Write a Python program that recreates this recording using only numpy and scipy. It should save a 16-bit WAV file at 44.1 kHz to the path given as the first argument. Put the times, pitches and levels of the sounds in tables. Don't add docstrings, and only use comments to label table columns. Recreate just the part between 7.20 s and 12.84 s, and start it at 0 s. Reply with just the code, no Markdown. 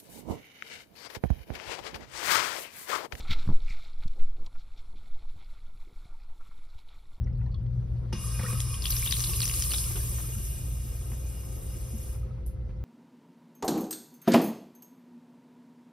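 import sys
import numpy as np
from scipy import signal
from scipy.fft import rfft, irfft, next_fast_len
from scipy.io import wavfile
from scipy.ndimage import uniform_filter1d, map_coordinates

SR = 44100
rng = np.random.default_rng(int(sys.argv[2]) if len(sys.argv) > 2 else 0)


def wav_out(sig):
    wavfile.write(sys.argv[1], SR, np.round(np.clip(np.atleast_2d(sig).T, -1, 1) * 32767).astype(np.int16))


N = 248724


def amp(db):
    return 10 ** (np.asarray(db) / 20)


def unit(x):
    return x / np.sqrt(np.mean(x ** 2) + 1e-20)


def between(pair, share):
    return pair[0] + (pair[1] - pair[0]) * np.clip(share, 0, 1)


def along(points, hz, axis=1):
    p = np.transpose(points)
    return np.interp(np.log(hz + 1), np.log(p[0] + 1), p[axis])


def curves(rows):
    s, *cols = np.transpose(rows)
    return [np.interp(np.arange(N) / SR, s, c) for c in cols]


def wobble(rate_hz):
    knots = rng.standard_normal(int(N * rate_hz / SR) + 4)
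    return map_coordinates(knots, [np.arange(N) * rate_hz / SR])


def filtered(x, response):
    m = next_fast_len(N + SR // 2)
    spectrum = rfft(x, m) * response(np.fft.rfftfreq(m, 1 / SR))
    return irfft(spectrum, m)[..., :x.shape[-1]]


def peaks(modes):
    def gain(f):
        return np.sqrt(sum(amp(2 * db) * (f * w) ** 2 / ((c * c - f * f) ** 2 + (f * w) ** 2)
                           for c, w, db in modes))
    return gain


def shape(points):
    return lambda f: amp(along(points, f))


# (frequency [Hz], far from source [-1..1], near source [-1..1])
CORRELATION = [(100, 0.97, 0.69), (198, 0.72, .9), (360, 0.3, 0.9), (970, 0.05, 0.83), (2560, 0.15, 1),
               (3630, 0.3, 0.77), (4470, 0.88, 1), (5900, 0.1, 0.065), (7020, 1, 1), (10300, 0.89, 0.72),
               (11500, 1, 0.46), (12900, 0.85, 0.44), (14500, 1, 0.98)]


def rush(gain, near, patchy_db):
    z = signal.stft(rng.standard_normal((2, N)), nperseg=256)[2]
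    field = uniform_filter1d(rng.standard_normal(z.shape[1:]), 5, 0)
    field = uniform_filter1d(field, 8, 1)
    pair = signal.istft(z * amp(patchy_db * unit(field)), nperseg=256)[1][:, :N]

    def mid_side_gain(hz):
        angle = np.arccos(np.clip(along(CORRELATION, hz, axis=1 + near), -1, 1)) / 2
        return gain(hz) * [np.cos(angle), np.sin(angle)]

    mid, side = filtered(pair, mid_side_gain)
    return unit(np.array([mid + side, mid - side]))


def bubbles(s, db, hz, pan_db, cycles, rise, swell_cycles=0.73):
    t = np.arange(SR // 25) / SR
    u = hz[:, None] * t
    life = np.reshape(np.clip(cycles, 1, 30), (-1, 1))
    wave = np.sin(2 * np.pi * u * (1 + rise * np.minimum(u / life, 3)))
    wave = wave * np.exp(-u / life) * (1 - np.exp(-u / swell_cycles))
    at = ((s * SR).astype(int)[:, None] + np.arange(len(t))).ravel()

    def channel(side):
        gain = amp(db + side * pan_db / 2)[:, None]
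        return np.bincount(at, (gain * wave).ravel(), N + SR)[:N]

    return np.array([channel(1), channel(-1)])


def spatter(s, db, t60_s):
    t = np.arange(SR // 50) / SR
    at = ((s * SR).astype(int)[:, None] + np.arange(len(t))).ravel()
    burst = amp(db[:, None] - 60 * t / t60_s) * rng.standard_normal((len(s), len(t)))
    bursts = np.bincount(at, burst.ravel(), N + SR)[:N]
    return filtered(bursts, peaks([(3000, 2000, 0.004), (5850, 9700, 0.0069)]))


# (frequency [Hz], t60 [s])
TILE_DECAY = [(200, 0.15), (2000, 0.23), (8000, 0.059), (15000, 0.029)]


def room(x):
    hz, t, z = signal.stft(rng.standard_normal((2, SR)), SR, nperseg=256)
    decay = amp(-60 * t / along(TILE_DECAY, hz)[:, None])
    tail = signal.istft(z * decay, SR, nperseg=256)[1]
    late = np.pad(x, (130, 0))[None]
    return signal.fftconvolve(late, tail / np.linalg.norm(tail[0]), axes=1)[:, :N]


OPEN_S, SHUT_S = .928, 4.932
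# (frequency [Hz], level per Hz [dB])
LAYER_SHAPE = [(1500, -28), (3500, 3), (6000, -1), (10000, -3.5), (13000, -10), (15600, -20)]
LAYER_DB, LAYER_START_S, LAYER_RISE_S, LAYER_FADE_S = -75.5, 0.51, 0.03, 0.56


def quiet_noise_layer():
    t = np.arange(N) / SR
    rise = np.clip((t - LAYER_START_S) / LAYER_RISE_S, 0, 1)
    fade = np.clip(1 - (t - SHUT_S) / LAYER_FADE_S, 0, 1)
    return amp(LAYER_DB) * rise * fade * rush(shape(LAYER_SHAPE), near=0, patchy_db=3.5)


# (time [s], turn from basin to wall [0-1], distance from tap [arm lengths])
PHONE_PLACE = [(0, 0.02, 0.97), (2.4, 0.18, 0.98), (2.75, 0.44, 0.97), (3.0, 0.66, 1.14), (3.3, 1, 1.9),
               (3.6, 0.9, 3.3), (4.2, 0.82, 3.4), (5.64, 0.87, 1.7)]
# (time [s], deep level [dB], upper level [dB])
DRONE_LEVEL = [(0, -29, -32.5), (.9, -32.5, -33), (1.5, -33.5, -34), (2.3, -33, -34.5), (2.7, -31.5, -37.5),
               (3.3, -33, -39.5), (3.9, -35.5, -43.5), (5.64, -34.5, -42)]
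# (frequency [Hz], width [Hz], level [dB])
DEEP_MODES = [(39.5, 5.5, -1.5), (57, 14, -4), (75.4, 27.4, -8)]
UPPER_MODES = [(102, 4.8, -2.5), (117.7, 8.7, 1.5), (159, 5.1, -5.5), (177, 2.7, -19.5), (212, 25, -42)]
# (frequency [Hz], level before wobble [dB])
MOTOR_HUM = [(58, -1), (119.4, 3)]
DRONE_PAN_DB = (2, 0.2)


def tone(hz, drift_hz):
    return np.sqrt(2) * np.sin(2 * np.pi * np.cumsum(hz + drift_hz * wobble(6)) / SR)


def drone(turned):
    def walls(f):
        return 1 / (1 + (f / 230) ** 6) / (1 + (32 / (f + 1)) ** 5)

    out = 0
    for level_db, modes, (hz, db) in zip(curves(DRONE_LEVEL), (DEEP_MODES, UPPER_MODES), MOTOR_HUM):
        resonance = peaks(modes)
        waves = rush(lambda f: resonance(f) * walls(f), near=0, patchy_db=.8)
        hum = amp(db + 2 * wobble(9)) * tone(hz, 1.2)
        out = out + amp(level_db) * unit(waves + hum)
    pan_db = between(DRONE_PAN_DB, turned)
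    return amp([pan_db / 2, -pan_db / 2]) * out


# (frequency [Hz], level per Hz [dB])
AIR_SHAPE = [(150, -20), (250, -1.5), (340, 3.5), (480, 0), (600, -5.5), (900, -10.5), (2070, -21),
             (4800, -29.5), (9000, -35), (12000, -45.5), (15600, -66.5)]
# (frequency [Hz], relative level [dB])
FAN_TONES = [(345, -9), (518.4, 0), (1285, -21), (1347, -22), (2050, -20.5)]
# (time [s], level [dB])
FAN_LEVEL = [(0, -67), (2.9, -68.5), (3.3, -70), (3.85, -60), (4.2, -65), (4.4, -58), (5.1, -62.5),
             (5.64, -59)]
AIR_DB, AIR_RUNNING_DB, AIR_MIDTURN_DB = -57.5, 3.5, 2
AIR_SWELL_S = 0.45


def ventilation():
    t, turned = np.arange(N) / SR, curves(PHONE_PLACE)[0]
    running = np.minimum(t - OPEN_S + AIR_SWELL_S, SHUT_S + AIR_SWELL_S - t) / AIR_SWELL_S
    air_db = AIR_DB + AIR_RUNNING_DB * np.clip(running, 0, 1) + 0.28 * wobble(0.47)
    air_db = air_db + AIR_MIDTURN_DB * np.sin(np.pi * np.clip(turned, 0, 1))
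    air = amp(air_db) * rush(shape(AIR_SHAPE), near=0, patchy_db=2.0)
    fan_db = curves(FAN_LEVEL)[0]
    fan = sum(amp(fan_db + db + 1.6 * wobble(5.0)) * tone(hz, hz / 300) for hz, db in FAN_TONES)
    return drone(turned) + air + fan


# (time [s], thud [dB], low ring [Hz], low ring [dB], higher rings [dB])
KNOCK_EVENTS = [(0.925, -33.5, 209, -32.5, -28), (1.192, -27.5, 191, -36, -37), (1.232, -36, 186, -36, -45),
                (1.326, -34.5, 200, -35, -44), (1.863, -35, 190, -72, -64), (2.091, -43.5, 203, -69, -36),
                (2.506, -36, 204, -72, -46), (2.534, -33, 203, -74, -42), (2.7, -38, 205, -59, -38),
                (2.755, -33.5, 207, -53, -40), (2.769, -47.5, 205, -55, -37), (2.981, -36.5, 205, -50, -44),
                (2.998, -37, 203, -62, -46), (3.162, -56, 206, -39.5, -47), (3.915, -39, 218, -41.5, -47),
                (3.931, -42, 215, -60, -63), (4.735, -63, 219, -35.5, -57), (5.49, -46.5, 206, -63, -48),
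                (5.504, -50, 207, -63, -61)]
# (frequency [Hz], relative level [dB], t60 [s])
BASIN_RINGS = [(352, -1, 0.1), (486, -7, 0.058), (890, -1.5, 0.036)]
LOW_RING_DB, LOW_RING_T60_S = 6.1, 0.14
THUD_T60_S, THUD_ATTACK_S, RING_ATTACK_S = 0.064, 0.0015, 0.0058


def knocks():
    out, t = np.zeros(N + SR), np.arange(SR // 4) / SR
    for s, thud_db, low_hz, low_db, high_db in KNOCK_EVENTS:
        low_env = amp(low_db + LOW_RING_DB - 60 * t / LOW_RING_T60_S)
        ring = low_env * np.sin(2 * np.pi * low_hz * t)
        for hz, db, t60_s in BASIN_RINGS:
            env = amp(db + high_db + rng.normal(0, 2.3) - 60 * t / t60_s)
            ring = ring + env * np.sin(2 * np.pi * hz * t)
        poles = np.convolve([1, -1.68, .72], [1, -.93])
        puff = signal.lfilter([1, -1], poles, rng.standard_normal(len(t)))
        thud = unit(puff) * amp(thud_db - 8 - 60 * t / THUD_T60_S)
        ring = amp(-1.5) * ring * (1 - np.exp(-t / RING_ATTACK_S))
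        out[round(s * SR):][:len(t)] += ring + thud * (1 - np.exp(-t / THUD_ATTACK_S))
    return out[:N]


# (time [s], relative level [dB], frequency [Hz], left-right [dB])
DROP_EVENTS = [(1.402, -34, 3060, -1), (1.404, -22.5, 6290, 7), (1.5417, -34, 2910, 1),
               (1.6223, -27, 4840, 2.5), (1.641, -29.5, 3240, 4), (1.6555, -23, 3080, 6.5),
               (1.658, -23, 4500, 2.5), (1.6671, -28, 3140, -6), (1.682, -32, 6000, 3),
               (1.706, -23.5, 5530, 10.5), (1.716, -31.5, 4700, 3), (1.722, -29.5, 4040, 2),
               (1.766, -24, 5240, 4), (1.826, -29.5, 2190, -1), (1.862, -25.5, 3010, 8),
               (1.875, -24, 3430, 3.5), (1.91, -22.5, 4640, 5), (1.925, -17, 3610, 8),
               (1.9216, -22.5, 5600, 9), (1.938, -30.5, 3660, 1), (1.968, -26.5, 4020, 5),
               (1.9954, -26.5, 5840, -1), (2.0049, -22, 5670, 9.5), (2.039, -24.5, 4330, 5),
               (2.042, -25.5, 5000, -0.5), (2.044, -28.5, 3400, 4), (2.0706, -31, 4080, 3),
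               (2.096, -39.5, 2550, -5), (2.134, -28, 4480, -1.5), (2.135, -33, 2600, -2.5),
               (2.1676, -35, 5860, 3), (2.2046, -19.5, 4620, -0.5), (2.218, -22, 4040, -2.5),
               (2.23, -21.5, 5730, 3.5), (2.2336, -29, 2610, -3), (2.255, -21, 5770, 8),
               (2.278, -22, 5460, 2), (2.2971, -28, 2700, 2), (2.313, -26, 6200, 2), (2.339, -27, 4570, -4),
               (2.3997, -25.5, 6270, 11.5), (2.423, -18, 5300, 3.5), (2.4226, -21, 6600, 3.5),
               (2.424, -38.5, 2880, -7), (2.4307, -30.5, 5570, 0.5), (2.507, -29.5, 4300, -1.5),
               (2.515, -29.5, 4100, -1), (2.519, -26, 2806, 0), (2.541, -27, 3320, 6),
               (2.536, -22, 5300, 3.5), (2.546, -25, 3620, 4), (2.5833, -24, 4320, -1.5),
               (2.64, -35.5, 2800, 0.5), (2.644, -32.5, 4870, -1), (2.762, -38.5, 3300, 7),
               (2.7684, -40, 2720, 12)]
DROP_CYCLES, DROP_CYCLES_SCATTER = 5.43, 0.22
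AFTER_S, AFTER_DB, AFTER_SPREAD = .016, -15, .25


def drops():
    s, db, hz, pan_db = np.transpose(DROP_EVENTS)
    cycles = DROP_CYCLES * np.exp(DROP_CYCLES_SCATTER * rng.standard_normal(len(s)))
    out = bubbles(s, db + 3.5, hz, pan_db, cycles, rise=0.03, swell_cycles=1.0)
    for lo, hi in [(.68, 0.96), (1.2, 1.6)]:
        crown_hz = hz * rng.uniform(lo, hi, len(s))
        out = out + bubbles(s, db - 6.0, crown_hz, pan_db, cycles=1.1, rise=.02, swell_cycles=0.32)
    out = out + amp([[1.5], [-1.5]]) * spatter(s, db - 7, t60_s=.012)
    for delay, level, pitch in rng.random((3, 3, len(s))):
        after_s = s + AFTER_S * (0.17 + delay)
        after_db = db + AFTER_DB + 6 * level
        after_hz = hz * (1 + AFTER_SPREAD * (2 * pitch - 1))
        out = out + bubbles(after_s, after_db, after_hz, pan_db, cycles=8.8, rise=0.035)
    return out


# (time [s], relative level [dB], frequency [Hz])
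FOAM_EVENTS = [(.042, -54, 5650), (.069, -53.5, 2200), (0.072, -53.5, 1950), (.075, -58, 1464),
               (.078, -63.5, 4320), (.1, -66, 2065), (.13, -67, 5200), (.154, -61.5, 4200),
               (.17, -65, 4400), (.18, -61, 10800), (.192, -65, 9200), (.432, -64, 10800),
               (.209, -60.5, 2580), (.214, -55, 1466), (.215, -57.5, 1970), (.216, -60.5, 947),
               (.224, -63, 2530), (.26, -59, 4230), (0.264, -53.5, 1785), (0.263, -55, 955),
               (.271, -61, 800), (.316, -57, 4330), (.325, -57, 4400), (.344, -49.5, 3410),
               (.344, -49.5, 4260), (0.342, -55, 1100), (.356, -58.5, 3300), (.407, -67, 2850),
               (.464, -60.5, 3300), (.464, -64, 4280), (.464, -66, 1990)]
FOAM_CYCLES, FOAM_SPREAD, FOAM_SMEAR_S = 7.5, 0.03, .005


def foam():
    s, db, hz = np.transpose(FOAM_EVENTS)
    out = spatter(s, db - 27, t60_s=0.015)
    for k, (delay, pitch) in enumerate(rng.random((3, 2, len(s)))):
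        near_s = s + k * FOAM_SMEAR_S * delay
        near_hz = hz * (1 + FOAM_SPREAD * (2 * pitch - 1))
        out = out + bubbles(near_s, db - 1.8 * k, near_hz, 0 * s, FOAM_CYCLES, rise=0.0032, swell_cycles=0.42)
    return out


# (time [s], relative level [dB], frequency [Hz])
GULP_EVENTS = [(1.04, -44, 1203), (1.194, -41, 1870), (1.194, -39, 523), (1.196, -52, 1100),
               (1.232, -35, 504), (1.256, -39, 480), (1.287, -41, 481), (1.322, -39.5, 500),
               (1.227, -41.5, 1850), (1.229, -40.5, 2280), (1.238, -37, 1140), (1.244, -34, 1266),
               (1.252, -40, 1410), (1.262, -35, 1850), (1.285, -38.5, 2450), (1.287, -38.5, 1150),
               (1.301, -37, 1127), (1.308, -39.5, 1230), (1.316, -43.5, 2470), (1.3516, -37.5, 1247),
               (1.373, -45.5, 1270), (2.466, -53, 1170), (2.534, -44, 1200), (2.536, -46.5, 1450),
               (2.663, -48, 1350), (2.705, -51, 780), (2.761, -38.5, 417), (2.803, -47, 1670),
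               (3.042, -48, 1275), (3.151, -51, 1335), (4.951, -56, 1320), (5.03, -55, 1240),
               (5.109, -52.5, 1270)]
GULP_FACTOR, GULP_LAW = 0.051, 0.76


def gulps():
    s, db, hz = np.transpose(GULP_EVENTS)
    out = bubbles(s, db, hz, 0 * s, cycles=GULP_FACTOR * hz ** GULP_LAW, rise=0.0085)
    time, level, pitch = rng.random((3, 20))
    gurgle = bubbles(1.19 + .16 * time, -50 + 8 * level, 900 * 3 ** pitch, 0 * time, cycles=7, rise=.03)
    return out + gurgle


# (time [s], splash level [dB], aerator hiss level [dB])
SPLASH_LEVEL = [(.93, -64.5, -48.5), (.97, -66, -48), (1.0, -60.5, -40), (1.3, -38, -38.5),
                (1.6, -54.5, -38), (1.65, -36, -43), (1.73, -30, -37), (2.3, -31, -33.5),
                (2.55, -31.5, -30.5), (3.0, -34, -44), (5.0, -38, -39)]
OPENING_S = 0.0067
CLOSING_DB_PER_S, PIPE_LINGERS_DB_PER_S = 173, 88
PIPE_DB, PIPE_SAG_DB_PER_S, PIPE_SPREAD = -48.5, 2.5, 0.32
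SURGE_DB, SURGE_S = 10, 0.037
HOLLOW_DB, HOLLOW_SPREAD, FILL_S = -52.5, 0.45, 0.039
AERATOR_SHADOW_DB, SPRAY_SHADOW_DB, HOLLOW_SHADOW_DB = -17, -17, -18
TILES_DB = (-5, 1)


def water_levels():
    t = np.arange(N) / SR
    turned, arms = curves(PHONE_PLACE)
    splash_db, hiss_db = curves(SPLASH_LEVEL)
    since_open, since_shut = np.clip(t - OPEN_S, 0, None), np.clip(t - SHUT_S, 0, None)
    valve_db = 60 * np.clip((t - OPEN_S) / OPENING_S, -2, 0) - CLOSING_DB_PER_S * since_shut
    spread_db = -20 * np.log10(np.clip(arms, .1, None))
    reach_db = valve_db + spread_db
    pipe_db = PIPE_DB + SURGE_DB * np.exp(-since_open / SURGE_S) - PIPE_SAG_DB_PER_S * since_open
    pipe_db = pipe_db + PIPE_SPREAD * spread_db + valve_db + PIPE_LINGERS_DB_PER_S * since_shut
    aerator_db = hiss_db + AERATOR_SHADOW_DB * turned + reach_db
    spray_db = splash_db + SPRAY_SHADOW_DB * turned + reach_db
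    tiles_db = splash_db + between(TILES_DB, turned) + reach_db
    fill_db = 20 * np.log10(np.clip(since_open / FILL_S, .01, 1))
    hollow_db = HOLLOW_DB + fill_db + HOLLOW_SHADOW_DB * turned + HOLLOW_SPREAD * spread_db + valve_db
    return pipe_db, aerator_db, spray_db, tiles_db, hollow_db


def droplets(spray_db):
    time, size, pitch, pan = rng.random((4, 900))
    s = 1.2 + 1.85 * time
    db = spray_db[(s * SR).astype(int)] + np.minimum(-4 * np.log(size) - 1.5, 13)
    return bubbles(s, db, 2600 * 2.3 ** pitch, 14 * pan - 3, cycles=1.14, rise=0.022, swell_cycles=1.0)


# (frequency [Hz], width [Hz], level [dB])
PIPE_MODES = [(1247, 35, -1.5), (1587, 32, -4), (1876, 49, -9), (2240, 110, -7.5), (2453, 32, 3),
              (2840, 58, 1), (3300, 45, -5.5), (3453, 30, -3.5), (3690, 45, -6), (3810, 54, -6),
              (4470, 500, -11.5), (4790, 33, -6), (5140, 28, 2.5), (5420, 100, 0), (5800, 50, -4),
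              (6220, 190, -4.5)]
AERATOR_MODES = [(5130, 70, 2), (9600, 500, -1), (10550, 700, 0), (11100, 400, -4), (7000, 1500, -8),
                 (8200, 900, 0), (14300, 900, -10), (15500, 800, -12)]
HOLLOW_MODES = [(1040, 30, -1), (1115, 35, 2.5), (1200, 30, -1)]
SPURT_MODES = [(8400, 1500, -6), (10200, 600, 0), (11800, 700, 0), (14000, 3000, -14), (4000, 4000, -24)]
# (frequency [Hz], level per Hz [dB])
SPRAY_SHAPE = [(500, -40), (1900, -22), (2300, -17), (2420, -11), (2600, -17), (4400, -16), (5900, -12),
               (6200, -7), (6500, -9), (7900, -2.5), (8600, -6), (9250, -3), (9560, 1.5), (9900, -6.5),
               (12000, -4.5), (13200, -3), (13800, -7), (15600, -1.5)]
# (frequency [Hz], level per Hz [dB])
TILE_SPRAY_SHAPE = [(900, -30), (2000, -18), (3600, -15), (4300, -21), (5600, -11), (6500, -7), (7500, 0),
                    (8300, -1.5), (9500, -2.5), (10400, -5.5), (12200, -4), (13400, -5.5), (15600, -3.5)]
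SPURT_S, SPURT_DB, SPURT_RISE_DB_PER_S, SPURT_FALL_DB_PER_S = 5.264, -49.5, 4000, 327


def stream():
    pipe_db, aerator_db, spray_db, tiles_db, hollow_db = water_levels()
    pipe = 0
    for k in range(3):
        pipe = pipe + amp(pipe_db - 5 + 2 * wobble(9)) * rush(peaks(PIPE_MODES[k::3]), near=1, patchy_db=1.8)
    hollow = amp(hollow_db + 0.3 * wobble(8)) * rush(peaks(HOLLOW_MODES), near=1, patchy_db=-2.0)
    aerator = amp(aerator_db + 2.0 * wobble(20)) * rush(peaks(AERATOR_MODES), near=1, patchy_db=2.0)
    spray = amp(spray_db + 1.0 * wobble(36.0)) * rush(shape(SPRAY_SHAPE), near=1, patchy_db=5.5)
    tiles = amp(tiles_db + 0.46 * wobble(22)) * rush(shape(TILE_SPRAY_SHAPE), near=0, patchy_db=2.5)
    late_s = np.arange(N) / SR - SPURT_S
    spurt_db = SPURT_DB + np.minimum(SPURT_RISE_DB_PER_S * late_s, -SPURT_FALL_DB_PER_S * late_s)
    spurt = amp(spurt_db) * rush(peaks(SPURT_MODES), near=1, patchy_db=.8)
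    return pipe + hollow + aerator + spray + tiles + spurt, droplets(spray_db)


def scene():
    flow, tiny = stream()
    sharp = tiny + drops() + foam() + gulps() + knocks()
    return quiet_noise_layer() + ventilation() + flow + sharp + amp(-14) * room(sharp.mean(0))


# (frequency [Hz], left phase lead [rad], left-right [dB])
STEREO_PAIR = [(100, 0, 0), (250, 0, .5), (700, 0, 2.5), (1200, 0, 0), (2300, 0, 1), (3100, .8, 2),
               (3800, .6, 2), (4500, 0, 2), (5900, 0, 2), (6500, -3, 1), (8000, -3.4, 0), (8700, -4, 0),
               (10200, -6.2, 0), (12000, -6.4, 0), (13400, -9.2, 0), (15800, -9.6, 0)]
TOP_HZ = 15750


def record(dry):
    def response(hz):
        half = np.exp(.5j * along(STEREO_PAIR, hz)) * amp(along(STEREO_PAIR, hz, axis=2) / 2)
        return np.array([half, 1 / half]) * (hz < TOP_HZ)

    edge = SR // 10
    padded = np.pad(dry, [(0, 0), (edge, edge)], "reflect")
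    return filtered(padded, response)[:, edge:-edge]


dry = scene()
out = record(dry)
wav_out(out)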